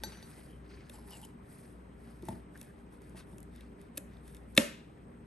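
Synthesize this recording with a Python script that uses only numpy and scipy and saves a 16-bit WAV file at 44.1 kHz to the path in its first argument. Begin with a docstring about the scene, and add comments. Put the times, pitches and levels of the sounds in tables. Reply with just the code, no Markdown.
"""Spoon on glass jug and plastic tub of solid fat

A spoon taps a glass jug, a finger wipes solid oil off the spoon, then it digs into a plastic tub on a counter.
Blows ring sums of decaying modes; grains of noise make fat and skin rub and crackle, gliding tones squeak.
Small ticks sound during the wipe, later on the tub, with one hard knock; decaying noise is the small hard room.
An appliance hums and whines below, made of narrow noise and a wavering sine; two close microphone ports hear it.
"""
import sys
import numpy as np
from scipy import signal
from scipy.fft import rfft, irfft, next_fast_len
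from scipy.io import wavfile

SR = 44100
rng = np.random.default_rng(int(sys.argv[2]) if len(sys.argv) > 2 else 0)


def undo_db(level):
    """Turn decibels back into plain size, where 20 dB means ten times bigger."""
    steps = np.asarray(level, float) / 20
    return 10 ** steps


def inscribe(sig):
    """Save sig as 16-bit PCM at rate SR to the path in sys.argv[1].

    A 1-D sig is mono; a 2-D sig holds one channel per row.
    Samples are clipped to [-1, 1] before scaling.
    """
    pcm = np.round(np.clip(np.atleast_2d(sig).T, -1, 1) * 32767)
    wavfile.write(sys.argv[1], SR, pcm.astype(np.int16))


N = 231966


def unit_rms(x):
    """Normalisation: scale a signal to unit root mean square."""
    return x / np.sqrt(np.mean(x ** 2) + 1e-20)


def at_hz(points, hz):
    """Logarithmic interpolation: read a spectrum along a log-frequency axis."""
    points = np.array(points)
    return np.interp(np.log(hz), np.log(points[:, 0]), points[:, 1])


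def drift(rate_hz):
    """Low-passed random process: two equal poles leave only slow fluctuation, of unit rms."""
    stride = 40   # computed at every 40th sample, then interpolated
    pole = np.exp(-2 * np.pi * rate_hz * stride / SR)
    white = rng.standard_normal(N // stride + 2002)
    slow = signal.lfilter([1], [1, -2 * pole, pole ** 2], white)[2000:]
    return np.interp(np.arange(N) / stride, np.arange(len(slow)), unit_rms(slow))


def ring(force, hz, t60_s):
    """Damped oscillator: a unit click starts a decaying sine of height 1."""
    radius = undo_db(-60 / (t60_s * SR))
    angle = 2 * np.pi * hz / SR
    feedback = [1, -2 * radius * np.cos(angle), radius ** 2]
    return signal.lfilter([0, np.sin(angle)], feedback, force + 1e-18)


def resonance(x, hz, width_hz):
    """Resonance bandwidth: damping sets the width of the band passed; unit rms."""
    return unit_rms(ring(x, hz, np.log(1000) / (np.pi * width_hz)))


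def left_right(mid, side, likeness):
    """Interchannel correlation: the balance of mid and side power sets how alike left and right are."""
    return np.sqrt(1 + likeness) * mid + np.sqrt(1 - likeness) * side * [[1], [-1]]


def band_pass(x, low_hz, high_hz):
    """Band filtering: pass the frequencies between two edges."""
    return signal.sosfilt(signal.butter(2, [low_hz, high_hz], "band", fs=SR, output="sos"), x)


def coloured(white, spectrum, patchy_db, likeness):
    """Spectral shaping: third-octave bands of (draw, mid/side) noise flicker separately; unit rms."""
    out = 0
    edges_hz = 16 * 2 ** np.arange(0, 9.9, 1 / 3)
    for k, (low, high) in enumerate(zip(edges_hz, edges_hz[1:])):
        hz = np.sqrt(low * high)
        flicker = drift(30)
        if spectrum[0][0] < hz < spectrum[-1][0]:
            mid, side = band_pass(white[k % 2], low, high)   # neighbouring bands use separate draws
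            alike = np.clip(at_hz(likeness, hz), -1, 1)
            gain = undo_db(at_hz(spectrum, hz) + patchy_db * flicker)
            out = out + gain * left_right(mid, side, alike)
    return unit_rms(out)


def strike(times_s, levels_db, modes, spread_db, force):
    """Modal excitation: every blow, of shape force[k], drives each mode with a strength of its own."""
    out = np.zeros(N)
    chance_db = rng.normal(0, spread_db, (len(times_s), len(modes)))
    for m, (hz, mode_db, t60_s) in enumerate(modes):
        push = np.zeros(N)
        for k, s in enumerate(times_s):
            i = round(s * SR)
            level_db = levels_db(hz)[k] + mode_db + chance_db[k, m]
            push[i:i + len(force[k])] += undo_db(level_db) * np.asarray(force[k])
        out += (-1) ** m * ring(push, hz, t60_s)   # neighbouring modes move against each other
    return out


def swells(start_s, length_s, level_db):
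    """Amplitude envelope: each row swells, holds and fades by one rule; rows add in power."""
    rise_share, fall_share = 0.27, 0.57   # parts of the length spent swelling and fading
    stride = 32
    t = np.arange(0, N + stride, stride) / SR
    part = (t - np.reshape(start_s, (-1, 1))) / np.reshape(length_s, (-1, 1))
    shape = np.clip(np.minimum(part / rise_share, (1 - part) / fall_share), 0, 1) ** 2
    gain = np.sqrt(np.sum((undo_db(level_db)[:, None] * shape) ** 2, axis=0))
    return np.interp(np.arange(N) / stride, np.arange(len(gain)), gain)


# Spectral density of the rumble before it is scaled to unit rms: frequency_hz, density_db
RUMBLE_SPECTRUM = [(15, -54.5), (30, -17), (48, -7.5), (80, -5), (160, -2.5), (290, -8), (420, -9.5),
                   (520, -14), (1000, -19.5), (2000, -26.5), (3000, -36), (4000, -42), (6000, -48),
                   (13000, -50.5)]
# Correlation of left and right in diffuse sound, also used by kitchen(): frequency_hz, likeness (1 = identical)
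DIFFUSE_LIKENESS = [(60, 0.98), (130, 0.95), (290, 0.69), (640, -0.22), (1400, -0.22), (2500, 0.87),
                    (5000, 0.1), (8000, 0.92), (12000, 1)]
# Wavering rms level of the mains hum: time_s, level_db
MAINS_LEVEL = [(0.0, -52), (0.1, -53.5), (0.23, -69), (0.6, -53.5), (0.97, -62), (1.02, -55.5), (1.62, -68),
               (1.71, -58), (2.42, -56), (2.59, -63), (3.69, -54.5), (3.91, -73), (4.09, -55.5),
               (4.53, -55), (4.61, -59.5), (5.26, -64)]
# Faint overtones of the hum, and the whine: frequency_hz, width_hz (of each of two resonances), level_db
OVERTONES = [(109, 10, -83), (185, 14, -64), (233.2, 11, -64), (295.3, 9, -67), (399.7, 10, -67),
             (8354, 280, -84)]


def room_tone():
    """Stationary noise and tones: low house rumble, wavering mains hum, faint overtones and a thin whine."""
    rumble_db, mains_hz = -54.5, 59.6
    rumble = coloured(rng.standard_normal((2, 2, N)), RUMBLE_SPECTRUM, patchy_db=1.9, likeness=DIFFUSE_LIKENESS)
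    level_db = np.interp(np.arange(N) / SR, *np.transpose(MAINS_LEVEL))
    phase = 2 * np.pi * np.cumsum(mains_hz + 0.66 * drift(1.22)) / SR
    mains = undo_db(level_db) * np.sqrt(2) * np.sin(phase)
    overtones = 0
    for hz, width_hz, db in OVERTONES:
        narrow = resonance(rng.standard_normal(N), hz, width_hz)
        overtones = overtones + undo_db(db) * resonance(narrow, hz, width_hz)
    return undo_db(rumble_db) * rumble + mains + overtones


# Reverberation time: frequency_hz, t60_s
REVERB_TIME = [(200, 0.39), (600, 0.27), (1500, .44), (3000, 0.52), (8000, 0.33), (12000, .3)]
# Spectral density of the reflections before scaling to unit energy: frequency_hz, density_db
REVERB_COLOUR = [(200, -2.5), (600, 7.5), (900, 3), (1300, 4.5), (2000, -0.5), (4000, -6), (7000, 1),
                 (12000, -5)]


def kitchen(x):
    """Diffuse reverberation: noise sets in as the first walls answer and decays at each band's own rate."""
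    t = np.arange(SR // 2) / SR
    onset = 1 - np.exp(-(t / 0.002) ** 2)
    edges_hz = 180 * 2 ** np.arange(0, 6.6, .5)
    white = rng.standard_normal((2, 2, len(t)))
    response = 0
    for k, (low, high) in enumerate(zip(edges_hz, edges_hz[1:])):
        mid, side = band_pass(white[k % 2], low, high)
        hz = np.sqrt(low * high)
        alike = np.clip(at_hz(DIFFUSE_LIKENESS, hz), -1, 1)
        fade = undo_db(at_hz(REVERB_COLOUR, hz) - 60 * t / at_hz(REVERB_TIME, hz)) * onset
        response = response + fade * left_right(mid, side, alike)
    response = response / np.sqrt(np.sum(response ** 2) / 2)
    return signal.fftconvolve(x[None], response, axes=1)[:, :N]


# Low bumps passed to the counter by jug, tub and spoon:
# start_s, level_db (lowered below by 6), hardness_db (added to modes above 500 Hz)
COUNTER_BUMPS = [(.037, -43.5, -21), (0.061, -36, -18), (2.232, -37.5, -15), (2.285, -27, -2),
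                 (2.255, -49, -7), (2.311, -45, -3), (2.326, -31, -24), (2.359, -44, -21),
                 (3.147, -39, -13), (3.331, -39.5, -17), (4.58, -28, -8)]
# Modes of the counter: pitch_hz, level_db (relative to the bump), t60_s
COUNTER_MODES = [(88.5, -5.5, 0.12), (119, -2, 0.078), (194, -1, 0.11), (236.2, -13, 0.2),
                 (345, -1.5, 0.054), (657, -1, .05), (891, 5, 0.042), (1963, -10, 0.018)]


def counter():
    """Contact hardness: soft bumps drive the low modes; only the harder ones reach the upper modes."""
    s, level_db, hardness_db = np.transpose(COUNTER_BUMPS)
    return strike(s, lambda hz: level_db - 6 + hardness_db * (hz > 500), COUNTER_MODES, spread_db=3.5,
                  force=[np.hanning(12) / 5.34] * len(s))


# Spoon on jug: start_s, level_db, top_db (added to modes above 8 kHz)
JUG_CLINKS = [(0.0359, -42.5, 6), (.1215, -61, -19), (0.172, -64, 1), (0.2269, -58.5, 1)]
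# Modes of jug and spoon: pitch_hz, level_db (relative to the clink), t60_s
JUG_MODES = [(540, 5, 0.015), (874, 3.5, 0.058), (1550, -1.5, 0.071), (1915, -1.5, 0.039),
             (2330, -2, 0.014), (3700, 13, 0.0073), (3940, -6.5, 0.17), (4480, 2.5, .1),
             (5450, 5.5, 0.0069), (6000, -3.5, 0.21), (6750, -8.5, 0.058), (7574, -12, 0.14),
             (9020, -6, 0.025), (9900, -6, 0.075), (11520, -9, 0.054)]


def jug():
    """Impulsive excitation: short touches of steel on glass, the first brightest on top, the second dullest."""
    s, level_db, top_db = np.transpose(JUG_CLINKS)
    return strike(s, lambda hz: level_db + top_db * (hz > 8000), JUG_MODES, spread_db=1.5, force=[[1.]] * len(s))


# Squeaks on fat: start_s, length_s, first_hz, last_hz, level_db
FAT_SQUEAKS = [(0.444, 0.2, 3100, 3070, -71), (1.095, .118, 3060, 2600, -59),
               (1.211, 0.071, 3000, 3030, -58.5), (1.261, .09, 2960, 3000, -72.5),
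               (2.542, 0.037, 1683, 1663, -57), (2.652, 0.092, 1706, 1673, -63.5)]


def squeaks(slips):
    """Stick-slip friction: a gliding tone flutters with the slips of skin or steel on fat."""
    start_s, length_s, first_hz, last_hz, level_db = np.transpose(FAT_SQUEAKS)
    flutter = unit_rms(signal.lfilter([1], [1, -np.exp(-2 * np.pi * 50 / SR)], slips))
    # start and end of each squeak, interleaved
    turn_s = np.ravel([start_s, start_s + length_s], "F")
    turn_hz = np.ravel([first_hz, last_hz], "F")
    pitch_hz = np.interp(np.arange(N) / SR, turn_s, turn_hz)
    tone = np.sqrt(2) * np.sin(2 * np.pi * np.cumsum(pitch_hz) / SR)
    return swells(start_s, length_s, level_db) * flutter * tone


def grit(per_s, uneven_db):
    """Random pulse train: dense tiny slips of uneven size come in clumps, as two draws of mid and side."""
    shape = (2, 2, N)
    born = rng.random(shape) < per_s * undo_db(3.0 * drift(40)) / SR
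    size = undo_db(uneven_db * np.minimum(rng.exponential(1, shape), 4))
    return born * size * rng.choice([-1, 1], shape) + 1e-18


# Strokes of skin or spoon through fat, and a soft breath-like rustle near 0.6 s:
# start_s, length_s, dull_db, bright_db
RUB_STROKES = [(-.08, 0.52, -61, -68.5), (0.12, 0.59, -65, -65.5), (0.57, 0.54, -64, -81),
               (0.84, 0.25, -67, -68), (0.98, 0.43, -65, -65.5), (1.201, 0.088, -71, -63),
               (1.38, 0.54, -69.5, -67), (1.91, 0.5, -71, -75), (2.19, 0.29, -64.5, -65.5),
               (2.485, 0.35, -74, -68.5), (2.744, 0.15, -81, -82), (2.892, 0.13, -79, -73.5),
               (2.958, 0.28, -76.5, -75.5), (3.137, 0.13, -60, -64), (3.193, 0.34, -81.5, -74),
               (3.477, 0.28, -69.5, -78), (3.756, 0.17, -75, -79), (3.936, 0.11, -72, -72),
               (4.05, 0.25, -76.5, -83), (4.185, 0.32, -73, -69.5), (4.45, 0.18, -85, -75)]
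# Spectra of dull and bright rubbing before scaling to unit rms: frequency_hz, density_db
DULL_SPECTRUM = [(500, 1.5), (900, -2.5), (1700, 8), (2400, 1.5), (3600, -3), (5000, -0.5), (7000, -16)]
BRIGHT_SPECTRUM = [(4000, -23.5), (6000, -4), (7500, -14), (9000, 4.5), (11000, 5), (12800, -14)]
# Resonances of the singing spoon: pitch_hz, width_hz, level_db (relative to each other)
SPOON_MODES = [(895, 150, 7), (1580, 89, -20), (5000, 860, -0.5), (7800, 750, 1.5), (9000, 150, -20),
               (11040, 300, 0)]


def rubbing():
    """Friction noise: dull and bright grit swells with each stroke, with wall scrape and spoon song."""
    scrape_from_s = 2.4                        # from here on the spoon scrapes the tub
    wipe_start_s, wipe_end_s, sing_db = .93, 1.3, -5.0   # the spoon sings while the finger wipes it
    start_s, length_s, dull_db, bright_db = np.transpose(RUB_STROKES)
    press = swells(start_s, length_s, dull_db)
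    t = np.arange(N) / SR
    near = [(500, 0.55), (3000, 0.88), (9000, 0.99)]   # frequency_hz, left-right likeness
    dull = coloured(grit(5000, uneven_db=4.5), DULL_SPECTRUM, patchy_db=2.5, likeness=near)
    bright = coloured(grit(8000, uneven_db=2.5), BRIGHT_SPECTRUM, patchy_db=-1.5, likeness=near)
    slips = grit(1700, uneven_db=3.5)[0]
    wall = sum(undo_db(db + 3.0 * drift(18)) * ring(slips[0], hz, t60_s) for hz, db, t60_s in TUB_MODES[3:])
    wall = unit_rms(wall) * (t > scrape_from_s)
    sing = sum(undo_db(db + 3 * drift(10)) * resonance(slips[1], hz, width_hz) for hz, width_hz, db in SPOON_MODES)
    sing = undo_db(sing_db) * sing * (t > wipe_start_s) * (t < wipe_end_s)
    return press * (dull + wall + sing) + swells(start_s, length_s, bright_db) * bright + squeaks(slips[1])


def contact(ms):
    """Rough contact: a noisy force swells and dies within some milliseconds; unit energy."""
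    t = np.arange(600) / SR * 1000 / np.clip(np.reshape(ms, (-1, 1)), .1, 5)   # in contact lengths
    force = t * np.exp(-2 * t) * rng.standard_normal(t.shape)
    return force / np.sqrt(np.sum(force ** 2, axis=1, keepdims=True))


# Small ticks of finger and spoon during the wipe, later of spoon against the tub:
# start_s, crack_db (peak before the high-pass), wall_db, contact_ms
SMALL_TICKS = [(0.8954, -40.5, -50.5, 2.8), (1.0849, -56, -72, 2), (1.1069, -37.5, -74, 1.3),
               (1.2146, -44, -70, 2), (1.2475, -39.5, -70, 4.4), (2.2224, -50, -63.5, 3.4),
               (2.2524, -45, -74, 3), (2.2845, -37.5, -52, 4.7), (2.575, -41.5, -74, 2.6),
               (2.613, -32.5, -55, 2), (2.6284, -41, -68, 2), (3.0175, -49, -74, 2.7),
               (3.094, -52, -80, 3.4), (3.3817, -40.5, -62, 1.7), (3.4035, -43, -83, 1.5),
               (3.4293, -41, -84, 1.4), (3.5613, -44, -81, 1), (3.6075, -48.5, -57, 2),
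               (3.8145, -46, -72, 0.91), (3.973, -29, -43.5, 1.84), (3.9766, -20.5, -45, 1.8),
               (3.9793, -38, -54, 3), (4.1687, -62, -64, 1.36), (4.278, -45.5, -64, 3),
               (4.3469, -38.5, -59, 1.5), (4.3547, -50, -71, 1.9), (4.367, -43.5, -63, 1.5),
               (4.5498, -42, -68, 3.4), (4.564, -31.5, -38.5, 4.8), (4.5753, -5.5, -11.5, 2.5)]
# Modes of the tub, three of the belly and then those of the wall, also scraped in rubbing():
# pitch_hz, level_db (relative to the blow), t60_s
TUB_MODES = [(222, -6, .09), (298, 2, .08), (570, 4, .045), (1170, -11, .012), (1450, -14, .01),
             (1680, -7, .022), (1850, -4, .013), (2200, -2, .011), (2650, 1, .01), (3250, -1, .01),
             (3620, 4, .01), (4250, -3, .008), (4700, -12, .006), (5300, -13, .006)]


def ticks():
    """Impact radiation: each tick cracks and rings wall and belly modes, as heard close by and all round."""
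    crack_all_round_db, slap_all_round_db = 7, 25   # summed over all directions, both are broad bands
    slap_band_hz, belly_db, wall_to_room_db = (1480, 4470), -3.5, -13
    s, crack_db, wall_db, contact_ms = np.transpose(SMALL_TICKS)
    force = contact(contact_ms)
    cracks = np.zeros((2, N))   # close by, all round
    for k in range(len(s)):
        i = round(s[k] * SR)
        cracks[1, i] = undo_db(crack_db[k] + crack_all_round_db)
        cracks[0, i:i + force.shape[1]] += undo_db(crack_db[k]) * force[k] / np.abs(force[k]).max()
    cracks = signal.sosfilt(signal.butter(2, 7000, "high", fs=SR, output="sos"), cracks)

    click = [[1.]] * len(s)
    wall = 0
    # the wall modes are set off three times, the second time strongest
    for share, gain_db in [(.3, -10), (.7, 0), (1.6, -8)]:
        times_s = s + share * contact_ms / 1000
        wall = wall + strike(times_s, lambda hz: wall_db + gain_db, TUB_MODES[3:], spread_db=2.0, force=click)

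    shove = np.hanning(60) / 30   # the belly follows a slower, smooth push
    belly = strike(s + 0.0031, lambda hz: wall_db + belly_db, TUB_MODES[:3], spread_db=3.5,
                   force=[shove] * len(s))
    slap = np.zeros(N)
    slap[(s * SR).astype(int)] = undo_db(wall_db + slap_all_round_db)
    slap = signal.lfilter(*signal.butter(1, slap_band_hz, "band", fs=SR), slap)
    close_by = cracks[0] + wall + belly
    all_round = cracks[1] + undo_db(wall_to_room_db) * wall + slap + belly
    return close_by, all_round


def scene():
    """Superposition: all blows share the room, small bodies radiate no deep bass, rubbing and tone lie beside."""
    room_send_db = -10.5
    toward_ports, all_round = ticks()
    others = jug() + counter()
    no_bass = signal.butter(2, 90, "high", fs=SR, output="sos")
    near, far = signal.sosfilt(no_bass, [others + toward_ports, others + all_round])
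    return near + undo_db(room_send_db) * kitchen(far) + rubbing() + room_tone()


def low_pass(x):
    """Removes everything above the highest recorded frequency."""
    return signal.sosfilt(signal.butter(12, 17290, fs=SR, output="sos"), x)


# Phase by which the left port leads the right: frequency_hz, lead_rad
PORT_PHASE = [(0, 0), (1000, -.2), (1700, -.4), (2400, .5), (3100, .9), (5900, .6), (6600, .1), (7900, .65),
              (8600, 0), (9300, -1.6), (10250, -3.14), (11400, -5.1), (12100, -6.28), (14000, -8)]
# Level of the left port over the right: frequency_hz, level_db
PORT_LEVEL = [(60, 2.5), (250, 0), (1500, 1.5), (3000, 2), (6000, 3.5), (8500, 0), (13000, 0)]


def record(dry):
    """Cavity resonance: ports differing in phase and level ring in the treble, below a steep top cut."""
    cavity_hz, cavity_width_hz, cavity_db, cutoff_hz = 10770, 1600, 10.5, 12000
    size = next_fast_len(N + 4096)
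    hz = np.arange(size // 2 + 1) * SR / size
    # each port takes half of the difference
    lead_rad = np.interp(hz, *np.transpose(PORT_PHASE))
    half = undo_db(at_hz(PORT_LEVEL, hz + 1) / 2) * np.exp(.5j * lead_rad)
    cavity = undo_db(cavity_db / (1 + (2 * (hz - cavity_hz) / cavity_width_hz) ** 2))
    top = undo_db(-31) + 1 / (1 + (hz / cutoff_hz) ** 60)   # the cut leaves a faint remainder
    heard = irfft(rfft(dry, size) * cavity * top * [half, 1 / half], size)[:, :N]
    return low_pass(heard)


dry = scene()
out = record(dry)
inscribe(out)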